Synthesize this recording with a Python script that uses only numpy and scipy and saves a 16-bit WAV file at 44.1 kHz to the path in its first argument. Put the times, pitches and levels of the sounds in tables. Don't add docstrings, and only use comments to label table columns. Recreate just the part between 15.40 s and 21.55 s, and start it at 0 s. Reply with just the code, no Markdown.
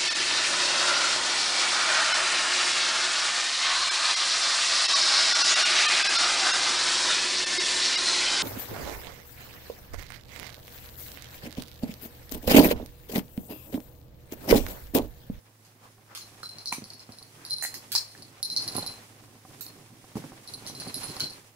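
import sys
import numpy as np
from scipy import signal
from scipy.fft import rfft, irfft, next_fast_len
from scipy.io import wavfile
from scipy.ndimage import uniform_filter1d

SR = 44100
rng = np.random.default_rng(int(sys.argv[2]) if len(sys.argv) > 2 else 0)


def inscribe(sig):
    pcm = np.round(np.clip(np.atleast_2d(sig).T, -1, 1) * 32767)
    wavfile.write(sys.argv[1], SR, pcm.astype(np.int16))


N = 271379
TIME = np.arange(N) / SR
HIT_TIME = TIME[:SR // 4]

# f/Hz, relative density/dB
AIR_SPECTRUM = [(25, -22), (70, -42), (130, 1), (260, -4.5), (550, -2.5), (2000, -13), (3500, -27),
                (15500, -8.5)]
RUMBLE_SPECTRUM = [(25, -38), (70, -14.5), (130, 3.5), (190, -5), (255, -1.5), (400, -5), (1500, -30)]
RUB_SPECTRUM = [(200, -4.5), (450, 1), (900, 2.5), (1500, -2), (2200, -2), (3200, -4), (5000, -5),
                (7500, -5), (10000, -2.5), (15500, -15)]
CLICK_SPECTRUM = [(600, -5), (3000, -5.5), (4500, 6.5), (7000, 3), (10500, 6.5), (13000, -2.5), (15500, -3)]
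# f/Hz, likeness/0-1
PORT_LIKENESS = [(60, 0.92), (300, 0.9), (600, 0.66), (1200, 0), (2500, 0)]
# f/Hz, gain/dB
LEFT_PORT_RESPONSE = [(250, 0.5), (550, -2.5), (2000, 3.5), (4300, 1.5), (5400, 4), (7000, -1), (8200, -5),
                      (10000, -14)]
# t/s, relative rumble/dB, relative rub/dB
SLIDE_EFFORT = [(0.0, -67, -69), (0.72, -65, -67), (0.89, -60, -60), (1.35, -61, -61), (1.8, -61.5, -63.5),
                (2.38, -58.5, -58.5), (3.03, -61, -62), (3.36, -44.5, -48.5), (3.49, -52, -52),
                (3.73, -59.5, -61.5), (4.01, -56.5, -63.5), (4.15, -53, -58.5), (4.54, -60, -63),
                (5.39, -49.5, -56.5), (5.67, -49.5, -49), (5.81, -48.5, -53.5), (6.0, -57, -59),
                (6.15, -71, -66)]
# t of peak/s, length/s, level/dB, nose resonance/Hz
NOSE_PUFFS = [(0.452, 0.05, -52.5, 1080), (0.725, 0.061, -52.5, 1430), (2.033, 0.082, -53.5, 1700)]
# f/Hz, relative level/dB, t60/s
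CUSHION_MODES = [(64, -7, 0.02), (135, -17, 0.015), (249, -2.5, 0.022), (360, -10, 0.009)]
LEATHER_MODES = [(548, 1, 0.02), (766.4, -0.9, 0.058), (1046, 5.5, 0.011)]
# t/s, thump/dB, slap/dB, settling time/s
PAW_THUMPS = [(1.326, -37.5, -41.5, 0.025), (1.383, -33, -63, 0.0086), (1.421, -34, -58, 0.0051),
              (1.692, -36.5, -46.5, 0.033), (3.354, -32, -31.5, 0.052), (3.381, -26, -30, 0.041),
              (3.428, -42, -37, .03), (4.755, -26.5, -40, 0.048), (4.769, -28, -40.5, 0.06),
              (4.84, -35.5, -47, .04), (5.298, -43, -47, .006), (5.472, -30.5, -60, 0.0071)]
# t/s, click/dB, crackle spread/s, top boost/dB, mouth resonance/Hz, mouth/dB
JAW_SNAPS = [(0.25, -56.5, 0.00086, -2, 880, -61), (0.75, -36.5, 0.012, -6, 2580, -54),
             (0.775, -40.5, 0.0062, 6, 1160, -44), (1.032, -45.5, 0.0077, 4, 1310, -36),
             (1.322, -39, 0.0039, 9, 1080, -34), (1.3248, -31.5, 0.0023, -10, 920, -28.5),
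             (1.326, -40.5, .006, 2, 2340, -26.5), (2.225, -28.5, .003, 8, 1870, -33),
             (2.237, -33, .008, 12, 1900, -31.5), (2.25, -35.5, 0.0075, 3, 1920, -30.5),
             (2.342, -33.5, 0.0039, 6, 1900, -42.5), (2.519, -25.5, 0.012, 9, 1210, -62),
             (2.551, -28, .004, 1, 954, -31), (2.751, -70, 0.0056, 3, 1750, -46),
             (4.209, -32.5, .007, 10, 1400, -50), (5.273, -37, 0.0075, -6, 2000, -51),
             (5.798, -32, 0.0058, -2, 1112, -54)]
# f/Hz, relative level/dB, t60/s
TAG_LOW_MODES = [(4100, -45, 0.084), (4127, -1.5, 0.14), (4240, -17, 0.082), (4330, -21, 0.14),
                 (4400, -22, 0.11)]
TAG_HIGH_MODES = [(8970, -7, 0.15), (9836, 6.5, 0.064), (10950, 10.5, 0.032)]
TAG_CHINK_MODES = [(4360, 3.7, 0.02), (4830, 5, 0.0074), (5310, -0.5, 0.0087)]
# t/s, ring/dB, chink/dB re ring, high modes/dB re ring
COLLAR_JERKS = [(1.03, -38.5, -7, -9), (1.091, -40, -4, -6.5), (1.185, -44.5, 3.5, -4), (1.258, -38, 11, 4),
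                (1.273, -34.5, 5, -23), (1.441, -52, 13.5, 6), (1.503, -59, 17.5, 6), (1.535, -49.5, 5, -2),
                (1.595, -56.5, 15, -15), (2.099, -38.5, -4, 0), (2.108, -27.5, -5, -2),
                (2.184, -34, -5, -4), (2.236, -32.5, -22, 3), (2.552, -25, 9, -4), (2.823, -48.5, 5, -1),
                (3.029, -26.5, -1.5, 0.5), (3.101, -30.5, -4, -23), (3.164, -22.5, 1.5, -15),
                (3.278, -34.5, 1.5, 0.5), (3.365, -32, -5, 8.5), (3.425, -34.5, -24, -18),
                (3.464, -34, -2, 1), (4.265, -48.5, 2, 2.5), (5.076, -42.5, 1, -1), (5.138, -40, 1.5, 0.5),
                (5.4, -39, 3, 3.5), (5.543, -37.5, 9.5, 13.5), (5.633, -42.5, 8.5, 12),
                (5.805, -26.5, -13, -11)]
# start/s, end/s, ring/dB
COLLAR_SWINGS = [(0.78, 0.87, -47), (1.73, 1.88, -52), (2.039, 2.2, -45), (2.584, 2.8, -56),
                 (3.053, 3.5, -42.5), (5.299, 5.92, -46)]

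HUM_HZ, HUM_DB, AIR_DB = 107.2, -63, -61.5
ROOM_T60_S, ROOM_TREBLE_T60_S = 0.25, 0.22
SETTLE_DB, SETTLE_RUB_DB = -13, -12
RUB_GAIN_DB = 6
CLICK_TOP_HZ = 12000
REBOUND_S, REBOUND_DB = 0.008, -11
JINGLES_PER_S, JINGLE_UNEVEN, JINGLE_VARY_DB = 20, 0.3, 1


def from_db(db):
    return 10 ** (np.asarray(db) / 20)


def rms_one(x):
    return x / np.sqrt(np.mean(x ** 2) + 1e-20)


def peak_one(x):
    return x / np.sqrt(uniform_filter1d(x ** 2, 128, mode="constant").max() + 1e-20)


def at_hz(points, hz):
    known_hz, values = np.transpose(points)
    return np.interp(np.log(hz + 1), np.log(known_hz), values)


def high_pass(x, hz, order):
    return signal.sosfilt(signal.butter(order, hz, "high", fs=SR, output="sos"), x + 1e-18)


def shape(x, gain_at):
    size = next_fast_len(x.shape[-1], real=True)
    return irfft(rfft(x, size) * gain_at(np.fft.rfftfreq(size, 1 / SR)), size)[..., :x.shape[-1]]


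def colour(x, spectrum):
    return rms_one(shape(x, lambda hz: from_db(at_hz(spectrum, hz))))


def drift(rate_hz):
    knots = rng.standard_normal(4000)
    return rms_one(np.interp(TIME * rate_hz, np.arange(len(knots)), knots))


def add(track, s, hit):
    start = max(round(s * SR), 0)
    track[:, start:start + hit.shape[1]] += hit[:, :N - start]


def contact(bounce, spread_s, count):
    force = np.zeros(len(HIT_TIME))
    late = rng.exponential(1, count)
    touches = np.minimum(late * spread_s * SR, len(force) - 1).astype(int)
    force[touches] = bounce * rng.normal(size=count) * np.exp(-late / 2)
    force[0] = 1
    return force


def ring(force, modes, vary_db=0, detune=0):
    out = 0
    for hz, db, t60 in modes:
        radius = from_db(-60 / (t60 * SR))
        angle = 2 * np.pi * hz * (1 + detune * rng.normal()) / SR
        feedback = [1, -2 * radius * np.cos(angle), radius * radius]
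        mode = signal.lfilter([0, np.sin(angle)], feedback, force + 1e-18)
        out = out + from_db(db + vary_db * rng.normal()) * mode
    return peak_one(out)


def stereo_pair(mid, side):
    mid = shape(mid, lambda hz: np.sqrt(1 + at_hz(PORT_LIKENESS, hz)))
    side = shape(side, lambda hz: np.sqrt(1 - at_hz(PORT_LIKENESS, hz)))
    return mid + side * [[1], [-1]]


def stereo_noise(spectrum, length=N):
    return colour(stereo_pair(*rng.standard_normal((2, length))), spectrum)


def place(x, pan_db, lag_ms):
    t = TIME[:len(x)]
    left = np.interp(t - lag_ms / 1000, t, x, left=0)
    return np.array([left * from_db(pan_db / 2), x * from_db(-pan_db / 2)])


def room(x, wet_db, alike=0):
    mid, side = rng.standard_normal((2, len(x)))
    noise = np.sqrt(1 + alike) * mid + np.sqrt(1 - alike) * side * [[1], [-1]]
    dull = signal.lfilter(*signal.butter(1, 5000, fs=SR), noise)
    tail = dull * 1000 ** (-HIT_TIME / ROOM_T60_S)
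    tail += (noise - dull) * 1000 ** (-HIT_TIME / ROOM_TREBLE_T60_S)
    build_up = 1 - np.exp(-HIT_TIME / 0.0027)
    echo = signal.fftconvolve(x[None], tail * build_up, axes=1)[:, :len(x)]
    return from_db(wet_db) * np.std(x) * rms_one(echo)


def room_tone():
    hum = np.sqrt(2) * np.sin(2 * np.pi * HUM_HZ * TIME + 0.12 * drift(9.2))
    hum *= from_db(HUM_DB + 0.81 * drift(2.9))
    return place(hum, pan_db=-3, lag_ms=0.17) + from_db(AIR_DB) * stereo_noise(AIR_SPECTRUM)


def friction(slips_per_s, grain_db, smooth):
    slips = (rng.random(N) < slips_per_s / SR) * rng.choice([-1, 1], N)
    strength = from_db(grain_db * np.minimum(rng.exponential(1, N), 4))
    return rms_one(slips * strength) + smooth * rng.standard_normal(N)


def settling():
    return sum(from_db(db + SETTLE_DB) * (TIME > s) * np.exp(-abs(TIME - s) / settle_s)
               for s, db, _, settle_s in PAW_THUMPS)


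def sofa():
    s, rumble_db, rub_db = np.transpose(SLIDE_EFFORT)
    settle = settling()
    rumble = stereo_noise(RUMBLE_SPECTRUM) * from_db(3 * drift(30))
    steps = friction(slips_per_s=25, grain_db=3, smooth=0)
    patter = from_db(-6.5) * rms_one(ring(steps, CUSHION_MODES + LEATHER_MODES))
    padding = (rumble + patter) * np.hypot(from_db(np.interp(TIME, s, rumble_db)), settle)
    grains = [friction(slips_per_s=3000, grain_db=2.5, smooth=0.9) for port in range(2)]
    slide = from_db(np.interp(TIME, s, rub_db) + RUB_GAIN_DB)
    rub = colour(stereo_pair(*grains), RUB_SPECTRUM) * np.hypot(slide, settle * from_db(SETTLE_RUB_DB))
    hiss = high_pass(rub, 3500, order=1)
    scuff = (rub - hiss) * from_db(2.7 * drift(50))
    fur = hiss * from_db(1.6 * drift(25))
    return (padding + scuff + fur) * from_db([[-1.6], [1.2]])


def snuffles():
    out, middle = np.zeros((2, N)), HIT_TIME.mean()
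    for s, length_s, db, nose_hz in NOSE_PUFFS:
        nose = [(100, -10), (nose_hz * 0.26, -3), (nose_hz, 0), (nose_hz * 2, -13), (14000, -22)]
        puff = from_db(db) * np.exp(-2 * ((HIT_TIME - middle) / length_s) ** 2)
        add(out, s - middle, puff * stereo_noise(nose, len(puff)))
    return out * from_db(0.67 * drift(90))


def cushions():
    out = np.zeros((2, N))
    for s, thump_db, slap_db, _ in PAW_THUMPS:
        force = contact(bounce=0.32, spread_s=0.01, count=9)
        thump = from_db(thump_db) * ring(force, CUSHION_MODES, detune=0.061)
        slap = from_db(slap_db) * ring(force, LEATHER_MODES, detune=0.13)
        hit = thump + slap
        add(out, s, place(hit, pan_db=-3, lag_ms=0.21) + room(hit, wet_db=-14, alike=1))
    return high_pass(out, 94, order=4)


def jaws():
    out = np.zeros((2, N))
    for s, click_db, crackle_s, top_db, mouth_hz, mouth_db in JAW_SNAPS:
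        force = contact(bounce=0.25, spread_s=crackle_s, count=28)
        spectrum = [(hz, db + top_db * (hz > CLICK_TOP_HZ)) for hz, db in CLICK_SPECTRUM]
        crack = colour(rng.standard_normal(256), spectrum) * np.exp(-TIME[:256] / 0.0008)
        click = from_db(click_db) * peak_one(signal.lfilter(crack, 1, force))
        cavity = [(mouth_hz * 0.44, -8, 0.009), (mouth_hz, 0, 0.011)]
        bite = contact(bounce=0.18, spread_s=0.011, count=8)
        hollow = from_db(mouth_db) * ring(bite, cavity, detune=0.005)
        direct = place(click + hollow, pan_db=-6.5, lag_ms=0.12)
        add(out, s, direct + room(click, wet_db=6.5) + room(hollow, wet_db=-7.5))
    return high_pass(out, 624, order=3)


def clink(ring_db, chink_db, high_db):
    knock = contact(bounce=0.15, spread_s=0.0099, count=3)
    knock[int(REBOUND_S * SR)] += from_db(REBOUND_DB)
    chatter = contact(bounce=0.31, spread_s=0.014, count=9)
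    chink = from_db(chink_db) * ring(knock, TAG_CHINK_MODES, detune=0.02)
    low = ring(chatter, TAG_LOW_MODES, vary_db=4, detune=0.0057)
    high = from_db(high_db) * ring(chatter, TAG_HIGH_MODES, vary_db=4, detune=0.003)
    sound = from_db(ring_db) * (chink + low + high)
    return place(sound, pan_db=-2.5, lag_ms=0.058) + room(sound, wet_db=-1)


def collar_tags():
    out = np.zeros((2, N))
    for s, ring_db, chink_db, high_db in COLLAR_JERKS:
        add(out, s, clink(ring_db, chink_db, high_db))
    beam = from_db(2.27 * drift(170))
    for start, end, ring_db in COLLAR_SWINGS:
        for s in np.arange(start, end, 1 / JINGLES_PER_S):
            late, strength = rng.normal(size=2)
            jingle = clink(ring_db + JINGLE_VARY_DB * strength, chink_db=5.5, high_db=2)
            add(out, s + JINGLE_UNEVEN * late / JINGLES_PER_S, jingle)
    return high_pass(out * beam, 4075, order=10)


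def scene():
    return room_tone() + sofa() + snuffles() + cushions() + jaws() + collar_tags()


def record(dry):
    left = shape(dry[0], lambda hz: from_db(at_hz(LEFT_PORT_RESPONSE, hz)))
    top_cut = signal.ellip(10, 0.3, 70, 15700, fs=SR, output="sos")
    return signal.sosfilt(top_cut, [left, dry[1]])


dry = scene()
out = record(dry)
inscribe(out)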